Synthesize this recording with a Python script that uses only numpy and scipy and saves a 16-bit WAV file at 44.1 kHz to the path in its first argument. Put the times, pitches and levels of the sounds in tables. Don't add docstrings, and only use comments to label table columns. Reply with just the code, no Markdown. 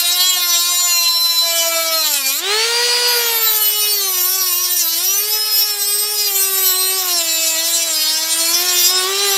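import sys
import numpy as np
from scipy import signal
from scipy.io import wavfile
from scipy.ndimage import uniform_filter1d

SR = 44100
rng = np.random.default_rng(int(sys.argv[2]) if len(sys.argv) > 2 else 0)


def transcribe(u):
    v = np.clip(np.atleast_2d(u).T, -1, 1)
    q = np.round(v * 32767).astype(np.int16)
    wavfile.write(sys.argv[1], SR, q)


def field_ratio(decibels):
    return 10 ** (np.asarray(decibels, dtype=float) / 20)


N = 413216
HOP = 256
FRAMES = np.arange(N // HOP + 6) * HOP / SR
TOP = 47


def log_curve(points, at):
    where, value = np.transpose(points)
    return np.interp(np.log(at + 1e-3), np.log(where), value)


def time_curves(rows):
    start_s, *columns = np.transpose(rows)
    return [np.interp(FRAMES, start_s, column) for column in columns]


def to_samples(frame_values):
    return np.interp(np.arange(N) / HOP, np.arange(len(frame_values)), frame_values)


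def drift(count, smooth_s):
    size = max(round(smooth_s * SR / HOP), 1)
    slow = rng.standard_normal((len(FRAMES), count))
    for _ in range(2):
        slow = uniform_filter1d(slow, size, 0)
    return slow.T / slow.std()


def patchy():
    bands = drift(count=24, smooth_s=0.04)
    place = np.linspace(0, len(bands) - 1.001, num=513)[:, None]
    low, share = place[:, 0].astype(int), place % 1
    patch_db = 1.8 * ((1 - share) * bands[low] + share * bands[low + 1])
    return field_ratio(patch_db) ** 2


def noise(power):
    a, b = rng.standard_normal((power.shape[1], power.shape[0], 2)).T
    scale = np.sqrt(SR / 4 / 1024 * 6)
    bins = (a + 1j * b) * np.sqrt(power) * scale / 2
    return signal.istft(bins, nperseg=1024, noverlap=1024 - HOP)[1][:N]


GRIP_CHANGES = [3.5, 7.08]


def by_grip(values):
    return np.array(values)[np.searchsorted(GRIP_CHANGES, FRAMES)]


# pitch_hz [Hz], level_db [dB rms]
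HUMS = [(53.8, -75), (118.4, -74.5), (242.2, -70.5)]


def workshop_hums():
    time_s = np.arange(N) / SR
    return sum(np.sqrt(2) * field_ratio(level_db) * np.sin(2 * np.pi * hz * time_s) for hz, level_db in HUMS)


# pitch_hz [Hz], density_db [dB per Hz]
ROOM = [(30, -102), (60, -75), (80, -96), (400, -81)]
ROOM_SHIFT = [-2, 1.5, 10]


def room_rumble(hz, rush_db):
    shift_db = by_grip(ROOM_SHIFT) + 0.25 * (rush_db + 38)
    return noise(field_ratio(log_curve(ROOM, hz) + shift_db) ** 2)


# [dB per Hz, relative to the rush level]
RUSH = [(150, -67), (300, -41.5), (600, -32), (1500, -30), (3200, -24.5), (4800, -26), (6200, -32),
        (9000, -36), (15500, -42)]


def motor_rush(hz, rush_db, beat):
    rush = noise(field_ratio(log_curve(RUSH, hz) + rush_db) ** 2 * patchy())
    return rush * (1 + 0.19 * beat)


# multiple [of shaft speed], level_db [dB re rush level]
MOTOR = [(2, -4.5), (3, -3.5), (5, -4.5), (8, -4.5), (12, -7), (20, -13.5), (30, -29), (47, -33)]


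def motor_partials(multiple, rush_db):
    bars_db = 6 * (multiple % 10 == 0)
    level_db = rush_db + log_curve(MOTOR, multiple) + bars_db + 2.8 * drift(count=TOP, smooth_s=0.04)
    phase_rad = 3 * drift(count=TOP, smooth_s=0.45)
    return np.sqrt(2) * field_ratio(level_db) * np.exp(1j * phase_rad)


def shaft_shake(shake_db):
    return np.sqrt(2) * field_ratio(shake_db + 1.35 * drift(count=1, smooth_s=0.03)[0])


# start_s [s], speed_hz [turns per s]
SPEED = [(0.0, 348), (0.05, 346), (0.28, 367), (0.55, 343), (0.81, 355), (1.02, 341), (1.69, 333),
         (1.98, 323), (2.24, 267), (2.29, 265), (2.35, 281), (2.45, 376), (2.53, 421), (2.66, 463),
         (2.84, 482), (3.1, 486), (3.6, 427), (3.91, 418), (4.18, 360), (4.23, 359), (4.33, 380),
         (4.41, 378), (4.54, 350), (4.62, 363), (4.8, 354), (4.85, 327), (4.96, 330), (5.06, 376),
         (5.22, 415), (5.32, 429), (5.61, 427), (5.82, 402), (6.13, 422), (6.26, 410), (6.34, 390),
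         (6.65, 381), (6.71, 369), (6.97, 381), (7.25, 328), (7.57, 323), (7.72, 337), (7.86, 331),
         (7.96, 312), (8.06, 311), (8.48, 333), (8.66, 362), (8.85, 352), (8.92, 369), (9.06, 371),
         (9.08, 384), (9.24, 404), (9.37, 387)]
# start_s [s], rough_db [dB on the tearing noise and on the speed flutter]
ROUGH = [(0, -4), (1.95, -4), (2.05, 5), (2.4, 5), (2.5, -4), (3.95, -4), (4.1, 1), (5.1, 1), (5.25, -6),
         (6.95, -4), (7.05, 4), (7.25, -1), (8.3, -1), (8.45, 3), (9.37, 3)]


def shaft_turns():
    flutter = 0.00183 * field_ratio(time_curves(ROUGH)[0]) * drift(count=1, smooth_s=0.014)[0]
    speed = uniform_filter1d(time_curves(SPEED)[0], size=7) * (1 + flutter)
    return speed, np.cumsum(to_samples(speed)) / SR


def ringing(modes, hz, tremble_db):
    humps, total = 0, 0
    for (centre_hz, width_hz, *level_db), mode_tremble_db in zip(modes, tremble_db):
        power = field_ratio(by_grip(level_db)) ** 2
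        peak = 1 / (1 + (2 * (hz - centre_hz) / width_hz) ** 2) ** 2
        humps = humps + power * field_ratio(mode_tremble_db) ** 2 * peak
        total = total + power * width_hz * np.pi / 4
    return humps / total


# start_s [s], length_s [s], rod_fall_db [dB],
# wheel_fall_db [dB], rod_return_s [s to bite fully again]
LIFTS = [(2.395, 0.666, -20, -19, 0.49), (8.9, 0.342, -5, -10, 0.041)]


def lift_db(column, back_s=None):
    change_db = 0
    for row in LIFTS:
        out = (FRAMES - row[0]) / 0.035
        back = 1 - (FRAMES - row[0] - row[1]) / (back_s or row[4])
        change_db = change_db + row[column] * np.clip(np.minimum(out, back), 0, 1)
    return change_db


# pitch_hz [Hz], width_hz [Hz], grip_1_db, grip_2_db, grip_3_db [dB within the set]
ROD = [(895, 2900, -14.5, -16, -36), (2906, 1140, -8.5, -6, -6.5), (4096, 810, 0, 0.5, 2.5),
       (5530, 1250, -3.5, 3.5, 2.5), (7327, 980, -2.5, -1, 1.5), (9060, 2100, -10.5, -2, -6)]
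# pitch_hz [Hz], width_hz [Hz], grip_1_db, grip_2_db, grip_3_db [dB within the set]
WHEEL = [(11170, 860, -4, -7.5, -1), (12200, 1300, 2, 3, -2), (13710, 930, -0.5, 4.5, -1.5),
         (15200, 400, -18, -15.5, -15)]
# start_s [s], bite_db [dB about the usual bite]
BITE = [(0, -1.5), (0.22, 4.5), (0.3, 0), (0.56, 3.5), (0.8, -0.5), (0.95, 2), (1.19, -3), (1.64, 1),
        (1.74, 0.5), (2.38, -0.8), (3.13, 2.5), (3.49, 2.5), (3.73, 2), (3.88, 3.5), (4.0, 0.5), (4.34, 3),
        (4.81, 2.1), (5.2, 2), (5.42, -0.5), (5.59, 1.5), (5.76, -1.5), (5.89, 2.5), (6.04, -1.5),
        (6.08, -1.5), (6.22, 1.2), (6.31, 0.5), (6.38, 4.5), (6.51, 0.8), (6.57, 4.5), (6.82, -0.2),
        (7.1, 0.7), (7.63, 0.5), (7.79, 0), (7.85, -1), (8.71, -1), (8.88, 3.5), (9.37, -0.5)]
ROD_DRIVE = [-15, -18, -14.5]
WHEEL_DRIVE = [-20, -18, -21]


def cut_power(hz, tremble_db):
    bite_db = time_curves(BITE)[0]
    rod_db = by_grip(ROD_DRIVE) + 0.97 * bite_db + lift_db(column=2)
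    wheel_db = by_grip(WHEEL_DRIVE) + 0.89 * bite_db + lift_db(column=3, back_s=0.025)
    rod = field_ratio(rod_db) ** 2 * ringing(ROD, hz, tremble_db)
    wheel = field_ratio(wheel_db) ** 2 * ringing(WHEEL, hz, tremble_db[len(ROD):])
    return rod + wheel


# pitch_hz [Hz], level_db [dB relative to the cut's power per Hz]
GRIT = [(600, -25), (3000, -17), (8000, -8.5), (15000, -6.5)]


def tearing_grit(hz, tremble_db, beat):
    bursts_db = to_samples(2.5 * rng.standard_normal(len(FRAMES)))
    grit_gain = field_ratio(log_curve(GRIT, hz) + time_curves(ROUGH)[0]) ** 2
    grit = noise(cut_power(hz, tremble_db) * grit_gain * patchy())
    return grit * field_ratio(bursts_db) * (1 + 0.98 * beat)


def cut_partials(cut):
    wander = drift(count=TOP, smooth_s=0.045) + 1j * drift(count=TOP, smooth_s=0.031)
    wander *= np.tanh(abs(wander) / 2.89) * 2.034 / abs(wander)
    return np.sqrt(cut) * wander


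def chance_songs(speed, cut):
    modes = ROD[1:]
    for when, long, which, off in rng.random((24, 4)):
        frame = int(when * N / HOP)
        hz, width_hz, *_ = modes[int(which * len(modes))]
        multiple = min(round((hz + width_hz * (off - 0.5)) / speed[frame]), TOP)
        length_s = 0.17 * (0.5 + long)
        level_db = 10 * np.log10(cut[multiple - 1, frame]) + 5
        yield FRAMES[frame], length_s, multiple, level_db


# start_s [s], length_s [s], multiple [of shaft speed],
# level_db [dB rms before the waver]
SINGS = [(0.01, 0.36, 11, -22.5), (0.183, 0.18, 9, -22), (0.19, 1.35, 3, -33), (0.35, 0.32, 12, -24),
         (0.486, 0.34, 11, -23), (0.88, 0.64, 12, -18.5), (1.064, 0.46, 16, -24.5),
         (1.446, 0.574, 2, -26.5), (1.466, 0.48, 7, -29), (1.695, 0.32, 4, -28.5), (1.923, 0.13, 13, -18),
         (2.232, 0.058, 17, -21), (2.417, 0.26, 10, -23.5), (2.708, 0.49, 10, -19.5), (2.783, 0.37, 9, -22),
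         (3.42, 0.16, 31, -17), (3.61, 0.12, 32, -17.5), (3.68, 0.23, 7, -27), (3.72, 0.21, 13, -25.5),
         (3.76, 0.24, 33, -22), (3.996, 0.7, 3, -35), (4.015, 0.25, 16, -24), (4.56, 0.12, 16, -20.5),
         (4.8, 0.2, 12, -28.5), (5.306, 0.35, 12, -20.5), (5.576, 0.17, 13, -19.5),
         (5.793, 0.26, 20, -21.5), (5.792, 0.39, 13, -26.5), (5.877, 0.18, 12, -27),
         (6.155, 0.13, 12, -20.5), (6.37, 0.12, 21, -19.5), (6.416, 0.78, 3, -34.5),
         (6.643, 0.236, 11, -23), (6.72, 0.26, 22, -24), (6.933, 1.01, 2, -34.5), (7.123, 0.066, 16, -19),
         (7.23, 0.4, 22, -24), (7.247, 0.32, 8, -28.5), (7.99, 0.13, 14, -22.5), (8.396, 0.13, 13, -21.5),
         (8.724, 0.33, 10, -25), (8.895, 0.62, 3, -29), (9.177, 0.12, 10, -19)]


def sing(size, speed, cut):
    songs = list(chance_songs(speed, cut)) + SINGS
    waver = field_ratio(2.05 * drift(count=TOP, smooth_s=0.025))
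    for (start_s, length_s, multiple, level_db), phase in zip(songs, rng.random(len(songs))):
        row = round(multiple) - 1
        inside_s = np.minimum(FRAMES - start_s, start_s + length_s - FRAMES)
        swell = np.clip(inside_s / (0.037 + 0.1 * length_s) + 0.5, 0, 1)
        held = np.sqrt(2) * field_ratio(level_db) * waver[row] * np.exp(2j * np.pi * phase)
        size[row] += swell * (held - size[row])


def shaft_tones(speed, turns, tremble_db, rush_db, shake_db):
    multiple = np.arange(1, TOP + 1)[:, None]
    cut = cut_power(multiple * speed, tremble_db) * speed * field_ratio(-1.0) ** 2
    size = cut_partials(cut) + motor_partials(multiple, rush_db)
    size[0] = shaft_shake(shake_db)
    sing(size, speed, cut)
    step, spin, out = np.exp(2j * np.pi * turns), 1, np.zeros(N)
    for row in size:
        spin = spin * step
        out += (to_samples(row) * spin).real
    return out


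# [dB rms before drift, once a turn]
MOTOR_LEVEL = [(0, -36, -46.5), (0.6, -39, -46.5), (1.25, -45.5, -53), (1.65, -37, -45),
               (2.38, -42.5, -44.5), (2.44, -32, -32), (2.52, -27, -26.5), (3.2, -27, -27.5),
               (3.69, -36.5, -41), (3.9, -38.5, -34), (4.8, -43, -44.5), (5.27, -38, -36),
               (5.55, -37, -43.5), (5.85, -41, -37.5), (6.96, -35.5, -32.5), (7.2, -39, -39.5),
               (8.17, -37, -44), (8.68, -32, -31.5), (8.86, -35, -35.5), (9.1, -30, -26),
               (9.37, -30.5, -26)]


def scene():
    rush_db, shake_db = time_curves(MOTOR_LEVEL)
    speed, turns = shaft_turns()
    beat = np.cos(2 * np.pi * turns)
    hz = np.fft.rfftfreq(1024, 1 / SR)[:, None]
    chatter_db = 0.94 * drift(count=1, smooth_s=0.012)
    creep_db = 2.66 * drift(count=len(ROD + WHEEL), smooth_s=0.04)
    tremble_db = chatter_db + creep_db
    mono = workshop_hums() + room_rumble(hz, rush_db) + motor_rush(hz, rush_db, beat)
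    mono += tearing_grit(hz, tremble_db, beat)
    mono += shaft_tones(speed, turns, tremble_db, rush_db, shake_db)
    return np.array([mono, mono])


def top_cut(x):
    return signal.sosfilt(signal.butter(12, 15920, fs=SR, output="sos"), x)


def record(dry):
    lowpass = signal.firwin(511, 15760, window=("kaiser", 9), fs=SR)
    mix = signal.oaconvolve(dry, lowpass[None], "same")
    return top_cut(mix)


dry = scene()
out = record(dry)
transcribe(out)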